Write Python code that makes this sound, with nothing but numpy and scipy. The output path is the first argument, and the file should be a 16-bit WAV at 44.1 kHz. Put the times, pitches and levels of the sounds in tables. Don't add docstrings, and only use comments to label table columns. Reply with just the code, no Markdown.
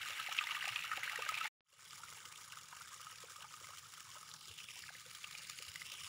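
import sys
import numpy as np
from scipy import signal
from scipy.fft import rfft, irfft
from scipy.io import wavfile
from scipy.ndimage import uniform_filter1d, map_coordinates

SR = 44100
rng = np.random.default_rng(int(sys.argv[2]) if len(sys.argv) > 2 else 0)


def unload_audio(sound):
    columns = np.transpose(np.atleast_2d(sound))
    steps = np.round(np.clip(columns, -1, 1) * 32767)
    wavfile.write(sys.argv[1], SR, steps.astype(np.int16))


N = 268128
TIME = np.arange(N) / SR
BRIEF = TIME[:2600]
FADE_FROM_S = 1.635
LEAD_S = 0.015

# frequency in Hz, spectral level in dB per Hz.
SIMMER_SPRAY_COLOUR = [(150, -24), (320, -5.5), (680, -39.5), (1100, 1.5), (2300, 2), (3400, 5.5),
                       (4300, 3.5), (5500, 8), (6300, 0.5), (7300, 6.5), (8000, -0.5), (9800, 2),
                       (13800, -13.5), (14600, -0.5), (16000, -1.5)]


def from_db(db):
    return 10 ** (np.asarray(db) / 20)


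def rms_one(x):
    return x / np.sqrt(np.mean(x ** 2) + 1e-20)


def peak_one(x):
    return x / (np.abs(x).max() + 1e-20)


def burst_one(x):
    power = uniform_filter1d(x ** 2, size=SR // 500)
    return x / np.sqrt(2 * power.max() + 1e-20)


def in_time(rows):
    seconds, *columns = np.transpose(rows)
    return [np.interp(TIME, seconds, column) for column in columns]


def at_hz(points, hz):
    points_hz, points_db = np.transpose(points)
    return np.interp(np.log(hz + 1e-9), np.log(points_hz), points_db)


def add(out, start_s, sound):
    at = int(np.clip(start_s * SR, 0, N - 1))
    out[at:at + len(sound)] += sound[:N - at]


def coloured(x, spectrum, size=4096):
    log_gain = np.log(from_db(at_hz(spectrum, np.fft.rfftfreq(size, 1 / SR))))
    cepstrum = irfft(log_gain)
    cepstrum[1:size // 2] *= 2
    response = irfft(np.exp(rfft(cepstrum[:size // 2], size)))
    return signal.fftconvolve(x, response)[:len(x)]


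def drift(rate):
    white = rfft(rng.standard_normal(N))
    low_pass = 1 / (1 + (np.fft.rfftfreq(N, 1 / SR) / rate) ** 2)
    return rms_one(irfft(white * low_pass, N))


def stove():
    # frequency in Hz, spectral level in dB per Hz.
    rumble_colour = [(20, -20), (42, -26), (62, -11.5), (85, -1), (125, 0), (160, 0), (200, -10),
                     (260, -20), (500, -27), (1500, -27)]
    # time in seconds (10 ms after the start), peak level in dB, pitch in Hz.
    bumps = [(0.704, -60, 116), (1.308, -62.5, 88), (4.069, -64, 107), (4.494, -58.5, 91),
             (5.676, -58.5, 87.5), (6.025, -62, 93.5)]
    boil_db, simmer_start_db, rise_db_per_s = -72, -73, 0.63
    simmer_db = simmer_start_db + rise_db_per_s * (TIME - FADE_FROM_S)
    level_db = np.where(TIME < FADE_FROM_S, boil_db, simmer_db)
    rumble = rms_one(coloured(rng.standard_normal(N), rumble_colour))
    out = from_db(level_db + 1.4 * drift(13)) * rumble
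    for time_s, peak_db, hz in bumps:
        bump = np.hanning(len(BRIEF)) * np.sin(2 * np.pi * hz * BRIEF)
        add(out, time_s - 0.01, from_db(peak_db) * bump)
    return out


def kitchen(x, wet_db, t60_s):
    t = TIME[:SR // 2]
    tail = rng.standard_normal(len(t)) * from_db(-60 * t / t60_s)
    tail *= t > 0.005
    return x + from_db(wet_db) * signal.fftconvolve(x, tail / np.linalg.norm(tail))[:N]


def near_echo(x):
    # time in seconds, delay in ms, strength from 0 to 1.
    echo_path = [(2.0, 0.14, 0.33), (2.3, 0.13, 0.7), (2.5, 0.14, 0.4), (4.2, 0.14, 0.48),
                 (4.35, 0.18, 0.7), (4.47, 0.25, 0.47), (4.58, 0.33, 0.32), (4.75, 0.37, 0.74),
                 (4.97, 0.48, 0.37), (5.15, 0.46, 0.33), (5.6, 0.44, 0.63), (5.8, 0.4, 0.5),
                 (5.92, 0.33, 0.7), (6.08, 0.38, 0.1)]
    dull_hz, second_bounce = 6140, 0.15
    gap_hz, gap_q, gap_lift = 3610, 3.2, 0.68
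    delay_ms, strength = in_time(echo_path)
    dull = irfft(rfft(x) / (1 + (np.fft.rfftfreq(N, 1 / SR) / dull_hz) ** 4), N)
    delay = delay_ms * SR / 1000
    first = map_coordinates(dull, [np.arange(N) - delay], order=3)
    second = map_coordinates(dull, [np.arange(N) - 2 * delay], order=3)
    gap = signal.lfilter(*signal.iirpeak(gap_hz, gap_q, fs=SR), x)
    return x + strength * (first + second_bounce * strength * second + gap_lift * gap)


def pot(x):
    # frequency in Hz, bandwidth in Hz, lift in dB.
    modes = [(524, 75, 9), (850, 22, 6), (1261, 62, 9), (1512, 22, 6), (1670, 18, -3.5), (2240, 150, 5),
             (2540, 170, -3), (2886, 300, 5), (4860, 260, 2.5), (5780, 390, 1.5), (6660, 410, 3.5)]
    out = x
    for hz, width_hz, lift_db in modes:
        r = np.exp(-np.pi * width_hz / SR)
        poles = [1, -2 * r * np.cos(2 * np.pi * hz / SR), r * r]
        mode = (1 - r * r) / 2 * signal.lfilter([1, 0, -1], poles, x + 1e-18)
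        out = out + (from_db(lift_db) - 1) * mode
    return out


def scattered(sound, chance, strength, spread_s):
    out = np.concatenate([sound, np.zeros(int(spread_s * SR) + 1)])
    for k, late in enumerate(chance):
        at = int(late * spread_s * SR)
        out[at:at + len(sound)] += (-1) ** k * strength * np.exp(-2 * late) * sound
    return out


def bubble(hz, cycles, rise):
    age = BRIEF * hz / cycles
    age = age[age < 8]
    swell = age * np.exp(1 - age)
    glide = 1 + rise * np.tanh((age - 1) / 2)
    phase = 2 * np.pi * cycles * np.cumsum(glide) * age[1]
    return swell * np.sin(phase)


def froth(hz, rise_s, fall_s):
    band = signal.butter(2, [hz / 1.45, hz * 1.45], "band", fs=SR, output="sos")
    wet_noise = rms_one(signal.sosfilt(band, rng.standard_normal(len(BRIEF))))
    age = BRIEF - LEAD_S
    return np.exp(np.minimum(age / rise_s, -age / fall_s)) * wet_noise


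def snaps(snap_db, decay_s):
    # start in seconds, peak level in dB before snap_db is added.
    droplets = [(1.2233, -31), (2.5232, -49), (3.4448, -63), (5.2423, -30), (5.3108, -42), (5.3524, -29),
                (5.444, -41), (5.4991, -27), (5.566, -39), (5.9525, -40)]
    out = np.zeros(N)
    band = signal.butter(1, [1850, 4200], "band", fs=SR, output="sos")
    for start_s, peak_db in droplets:
        splatter = 0.46 * np.exp(-BRIEF / decay_s) * rng.standard_normal(len(BRIEF))
        hit = pot(signal.sosfilt(band, signal.unit_impulse(len(BRIEF)) + splatter))
        add(out, start_s, from_db(peak_db + snap_db) * peak_one(hit))
    return out


def glugs(blip_db, trail_db, trail_s, slosh_db):
    # start in seconds, level in dB before the part's own level
    # is added, pitch in Hz, cycles to swell.
    big_bubbles = [(0.099, -55.5, 500, 0.78), (0.287, -42.5, 760, 1.8), (0.438, -49.5, 876, 2),
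                   (0.521, -45.5, 940, 1.3), (0.642, -49, 815, 2.4), (0.6748, -42.5, 775, 2.3),
                   (0.976, -44, 686, 0.88), (1.059, -59, 540, 0.91), (1.131, -50, 790, 2.6),
                   (1.187, -41.5, 464, 1), (1.191, -43, 890, 1.4), (1.264, -53, 566, 1.2),
                   (1.319, -44, 905, 0.83), (1.367, -52, 840, 1.9), (1.4505, -43, 835, 2.3),
                   (1.729, -58, 530, 1.3), (1.997, -58, 850, 3.3), (2.124, -58.5, 527, 0.63),
                   (2.166, -59, 835, 3.1), (2.621, -68, 460, 1.2), (2.728, -47.5, 920, 1.7),
                   (2.817, -64, 860, 2.5), (3.237, -52.5, 470, 1.5), (3.311, -64, 503, 1.5),
                   (3.415, -55, 870, 2), (3.443, -54, 860, 4.3), (3.385, -67, 560, 1.5),
                   (3.614, -58.5, 473, 1.1), (3.69, -58, 554, 0.92), (4.154, -49.5, 1000, 1.2),
                   (4.163, -60.5, 571, 1.2), (4.48, -63, 422, 0.76), (4.507, -65, 450, 2.1),
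                   (4.763, -57.5, 880, 1.7), (4.903, -54.5, 790, 1.2), (4.949, -65, 466, 1.1),
                   (5.06, -60, 500, 2.4), (5.341, -61.5, 780, 1.6), (5.6, -57.5, 478, 1.1),
                   (5.92, -63.5, 530, 1.1)]
    out = np.zeros(N)
    for start_s, level_db, hz, cycles in big_bubbles:
        blip = scattered(bubble(hz, cycles, rise=0.14), rng.random(5), strength=0.72, spread_s=0.0101)
        slosh = froth(hz, rise_s=0.0023, fall_s=0.009)
        add(out, start_s, from_db(level_db + blip_db) * peak_one(blip))
        add(out, start_s - LEAD_S, from_db(level_db + slosh_db) * slosh)
        for late, smaller in rng.random((3, 2)):
            follower = bubble(hz * (1 + smaller), cycles=1.4, rise=0.12)
            add(out, start_s + late * trail_s, from_db(level_db + trail_db) * follower)
    return out


def pops(bubble_db, froth_db, click_db, ring_db, puff_db, puff_s):
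    # start in seconds, height in dB, bubble pitch in Hz, then spray and
    # pot ring in dB relative to the height; each part's own level is added to these.
    bursts = [(0.058, -35, 1530, -2, -4), (0.076, -42, 2340, 5, -23), (0.196, -43.5, 1300, -20, 9),
              (0.2704, -29.5, 2220, -26, -36), (0.3142, -35, 2520, -16, -30),
              (0.3824, -28.5, 3240, -30, -36), (0.388, -17, 2640, -39, -21), (0.41, -32, 1680, -26, 0),
              (0.439, -30.5, 3470, -3.5, -29), (0.47, -26.5, 2160, -9.5, -16),
              (0.509, -28, 2760, -21, -8.5), (0.516, -29, 2930, -18, -22), (0.551, -28.5, 1870, -15, -12),
              (0.566, -35.5, 1390, -14, 2), (0.6093, -32, 2800, -24, -30), (0.655, -24.5, 2620, -9.5, -14),
              (0.679, -29.5, 2470, 0, -20), (0.689, -25.5, 2760, -11, -13), (0.7602, -22.5, 2540, -20, -17),
              (0.767, -30, 2710, -22, -25), (0.791, -28.5, 2620, -17, -20), (0.8227, -30.5, 2490, -18, -32),
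              (0.9147, -28, 1750, -11, -1.5), (0.931, -31, 1410, -6, -8), (0.9722, -29.5, 2240, -26, -13),
              (1.032, -26.5, 1980, -6.5, -18), (1.077, -24, 1730, -28, -31), (1.096, -27.5, 1880, -9, -19),
              (1.1304, -33.5, 1310, -21, -12), (1.158, -26.5, 1910, -4, -22), (1.2211, -30, 2630, -5, -4.5),
              (1.264, -30, 1560, -25, -15.5), (1.289, -28, 2090, 2, 1), (1.3419, -26, 2500, -10, -17),
              (1.3513, -30.5, 2550, -5, -20), (1.378, -26, 2330, -24, -16), (1.4105, -33, 2700, -19, 3.5),
              (1.4544, -28.5, 2150, -13, -10.5), (1.473, -35, 1950, -28.5, -27.5),
              (1.793, -44, 1400, -9, -9), (1.85, -54.5, 1320, 14.5, -20), (1.908, -39.5, 5050, -13, -16),
              (1.978, -54.5, 1430, 15, -19), (2.035, -36.5, 1357, -22, -20), (2.083, -42, 2170, -1, -13),
              (2.126, -43.5, 1400, -2, -23), (2.174, -43, 3000, -12, -24), (2.337, -47, 2360, -14, -10),
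              (2.358, -39.5, 3200, -1, -22), (2.521, -40.5, 2820, 2, -14), (2.571, -44.5, 1260, 2, 1.5),
              (2.726, -41.5, 1700, -19, -7), (2.767, -43, 1290, -12, -6), (2.81, -39.5, 1378, -13, -21),
              (2.93, -47, 1610, -15, -20), (2.9432, -36, 6860, -9, -14.5), (2.997, -46, 1250, -16, -5),
              (3.013, -43.5, 1340, 6.5, -16), (3.068, -41.5, 1220, -2, -1.5), (3.157, -46, 2500, 6.5, -21),
              (3.184, -41, 4480, -6, -8), (3.23, -45, 1180, -15, -5), (3.284, -45, 1430, -14, -14),
              (3.3599, -45, 1260, 1, -2.5), (3.406, -44, 2870, -13, -10), (3.4434, -41, 1410, -15, -2.5),
              (3.539, -43.5, 1230, 2, -4.5), (3.6434, -41.5, 2090, 0, -9), (3.704, -43, 1130, 4, -13),
              (3.734, -42, 1330, -12, -17), (3.7825, -41.5, 3150, 4, -26), (3.937, -44.5, 1170, 7.5, -22),
              (4.004, -44.5, 6570, 8, -16), (4.092, -45, 1120, -8, -15), (4.23, -42, 1220, -14, -10),
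              (4.3147, -38.5, 3940, -18, -35), (4.362, -43.5, 3920, 0.5, -16), (4.455, -40, 5070, -2, -13),
              (4.513, -41, 2800, -2, -19), (4.588, -36, 3140, -5, -35), (4.602, -38, 2650, -8, -22),
              (4.687, -36.5, 2720, -9, -19), (4.8224, -38, 4640, -1, -23), (4.838, -38.5, 1700, -20, -26),
              (4.891, -37, 1530, -25, -31), (4.951, -40.5, 1950, -23, -27), (4.997, -42, 7100, -1, -33),
              (5.149, -39.5, 3080, 4, -10), (5.2436, -31.5, 2700, -16, -17.5), (5.31, -45, 6761, 10, -26),
              (5.329, -40, 3640, -2, -17), (5.35, -35.5, 2400, -20, -24), (5.4968, -39.5, 2300, 9.5, -8.5),
              (5.589, -38, 2880, -3, -37), (5.623, -39.5, 2730, 3.5, -12), (5.681, -42, 4060, -16, -27),
              (5.716, -47, 2060, 8, -34), (5.7574, -33.5, 2000, 1.5, -20), (5.8169, -34, 2060, -10, -16.5),
              (5.918, -37, 3000, 4.5, -24), (5.9513, -44.5, 3208, -3, -18), (6.034, -42.5, 2920, 3, -21)]
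    # frequency in Hz, spectral level in dB per Hz.
    click_colour = [(300, -26), (900, -17.5), (1500, -1.5), (2500, 19), (4200, 0), (7000, -13),
                    (14000, -15.5)]
    mode_hz, mode_t60_s = 1244, 0.056
    notes, puffs = np.zeros(N), np.zeros(N)
    ring_envelope = (1 - np.exp(-BRIEF / 0.0017)) * from_db(-60 * BRIEF / mode_t60_s)
    puff_envelope = BRIEF / puff_s * np.exp(1 - BRIEF / puff_s)
    click = pot(coloured(signal.unit_impulse(len(BRIEF)), click_colour))
    for start_s, height_db, hz, spray_db, pot_db in bursts:
        tone = bubble(hz, cycles=1.84, rise=0.018)
        note = scattered(tone, rng.random(6), strength=0.74, spread_s=0.0071)
        crack = scattered(click, rng.random(10), strength=0.85, spread_s=0.0045)
        ring_hz = mode_hz * rng.normal(1, 0.022)
        ring = ring_envelope * np.sin(2 * np.pi * ring_hz * BRIEF)
        puff = puff_envelope * rng.standard_normal(len(BRIEF))
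        gathering = froth(hz, rise_s=0.004, fall_s=0.004)
        add(notes, start_s, from_db(height_db + bubble_db) * burst_one(note))
        add(notes, start_s - LEAD_S, from_db(height_db + froth_db) * gathering)
        add(notes, start_s, from_db(height_db + click_db) * burst_one(crack))
        add(notes, start_s, from_db(height_db + pot_db + ring_db) * peak_one(ring))
        add(puffs, start_s, from_db(height_db + spray_db + puff_db) * puff)
    return notes + pot(coloured(puffs, SIMMER_SPRAY_COLOUR))


def spray(colour, surge_db, per_s, spread_db, burst_s, haze_db):
    size = from_db(spread_db * np.minimum(rng.exponential(1, N), 2.8))
    born = rng.random(N) < per_s / SR
    decay = np.exp(-2 / (burst_s * SR))
    power = signal.lfilter([1], [1, -decay], born * size ** 2 + 1e-18)
    height = np.sqrt(power / power.mean() + from_db(haze_db) ** 2) * from_db(surge_db)
    return rms_one(pot(coloured(height * rng.standard_normal(N), colour)))


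def bubbling(loudness, surge_db, per_s, spread_db, cycles, most=14000):
    out = np.zeros(N)
    count = rng.binomial(most, per_s * N / SR / most)
    for when, pitch, size, life, *walls in rng.random((count, 8)):
        hz = 380 * (11000 / 380) ** pitch
        level_db = at_hz(loudness, hz) + spread_db * size ** 2 + surge_db[int(when * N)]
        tone = bubble(hz, cycles * (0.5 + life), rise=0.077)
        burst = scattered(tone, walls, strength=1.0, spread_s=0.009)
        add(out, when * N / SR, from_db(level_db) * burst)
    return rms_one(pot(out))


def simmer():
    # pitch in Hz, relative level in dB.
    loudness = [(380, -19), (700, -22.5), (1100, 7.5), (1500, 7), (2000, 7), (2600, 11.5), (3400, 15),
                (4600, 4.5), (7000, 13.5), (11000, 18)]
    # time in seconds, level in dB.
    bubbling_level = [(1.9, -59), (3.4, -58.5), (3.85, -61), (4.2, -60), (4.5, -60.5), (4.9, -59.5),
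                      (6.08, -57.5)]
    spray_start_db, spray_rise_db_per_s = -59.5, 0.8
    bubbles_db = in_time(bubbling_level)[0]
    spray_db = spray_start_db + spray_rise_db_per_s * (TIME - FADE_FROM_S)
    surge_db = 1.9 * drift(48)
    crowd = bubbling(loudness, surge_db, per_s=2100, spread_db=13, cycles=2.0)
    hiss = spray(SIMMER_SPRAY_COLOUR, surge_db, per_s=400, spread_db=7.0, burst_s=0.0024, haze_db=-2.0)
    return from_db(bubbles_db) * crowd + from_db(spray_db) * hiss


def rolling_boil():
    # pitch in Hz, relative level in dB.
    loudness = [(380, -48), (800, -12.5), (1200, -1), (1800, 8.5), (2600, -6), (3400, 8), (4600, -1.5),
                (7000, 5), (11000, -6.5)]
    # frequency in Hz, spectral level in dB per Hz.
    spray_colour = [(150, -25), (300, -2.5), (650, -20.5), (1100, 1.5), (2050, 14), (2400, 14.5),
                    (2650, 18), (3100, 10), (4200, 7), (4950, 0), (5600, 5), (6300, -5.5), (7300, 3),
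                    (8100, -4), (11500, 0), (13800, -14.5), (14800, 0.5), (16000, -4)]
    bubbles_db, spray_db = -50.5, -48
    surge_db = 1.7 * drift(54)
    crowd = bubbling(loudness, surge_db, per_s=1400, spread_db=10.5, cycles=1.8)
    hiss = spray(spray_colour, surge_db, per_s=420, spread_db=5.5, burst_s=0.0026, haze_db=-3)
    return from_db(bubbles_db) * crowd + from_db(spray_db) * hiss


def scene():
    water = np.where(TIME < FADE_FROM_S, rolling_boil(), near_echo(simmer()))
    water = water + pops(bubble_db=-6.0, froth_db=-19.5, click_db=-16.0, ring_db=-4.0,
                         puff_db=-13.0, puff_s=0.0015)
    water = water + glugs(blip_db=1.0, trail_db=-12.5, trail_s=0.023, slosh_db=-17.5)
    water = water + snaps(snap_db=-6, decay_s=0.00054)
    return (kitchen(water, wet_db=-15.0, t60_s=0.29) + stove())[None]


def record(dry):
    break_s, fall_s = 1.478, 0.0023
    fade_to_s, fade_bend = 1.87, 1.72
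    tick_s, tick_db = 1.607, -58
    fade_out = np.exp(-np.clip((TIME - break_s) / fall_s, 0, 20))
    fade_in = np.clip((TIME - FADE_FROM_S) / (fade_to_s - FADE_FROM_S), 0, 1) ** fade_bend
    tick = np.zeros(N)
    add(tick, tick_s, from_db(tick_db) * peak_one(signal.firwin(31, 4500, fs=SR)))
    low_pass = signal.ellip(12, 0.2, 70, 15700, fs=SR, output="sos")
    return signal.sosfilt(low_pass, dry * (fade_out + fade_in) + tick)


dry = scene()
out = record(dry)
unload_audio(out)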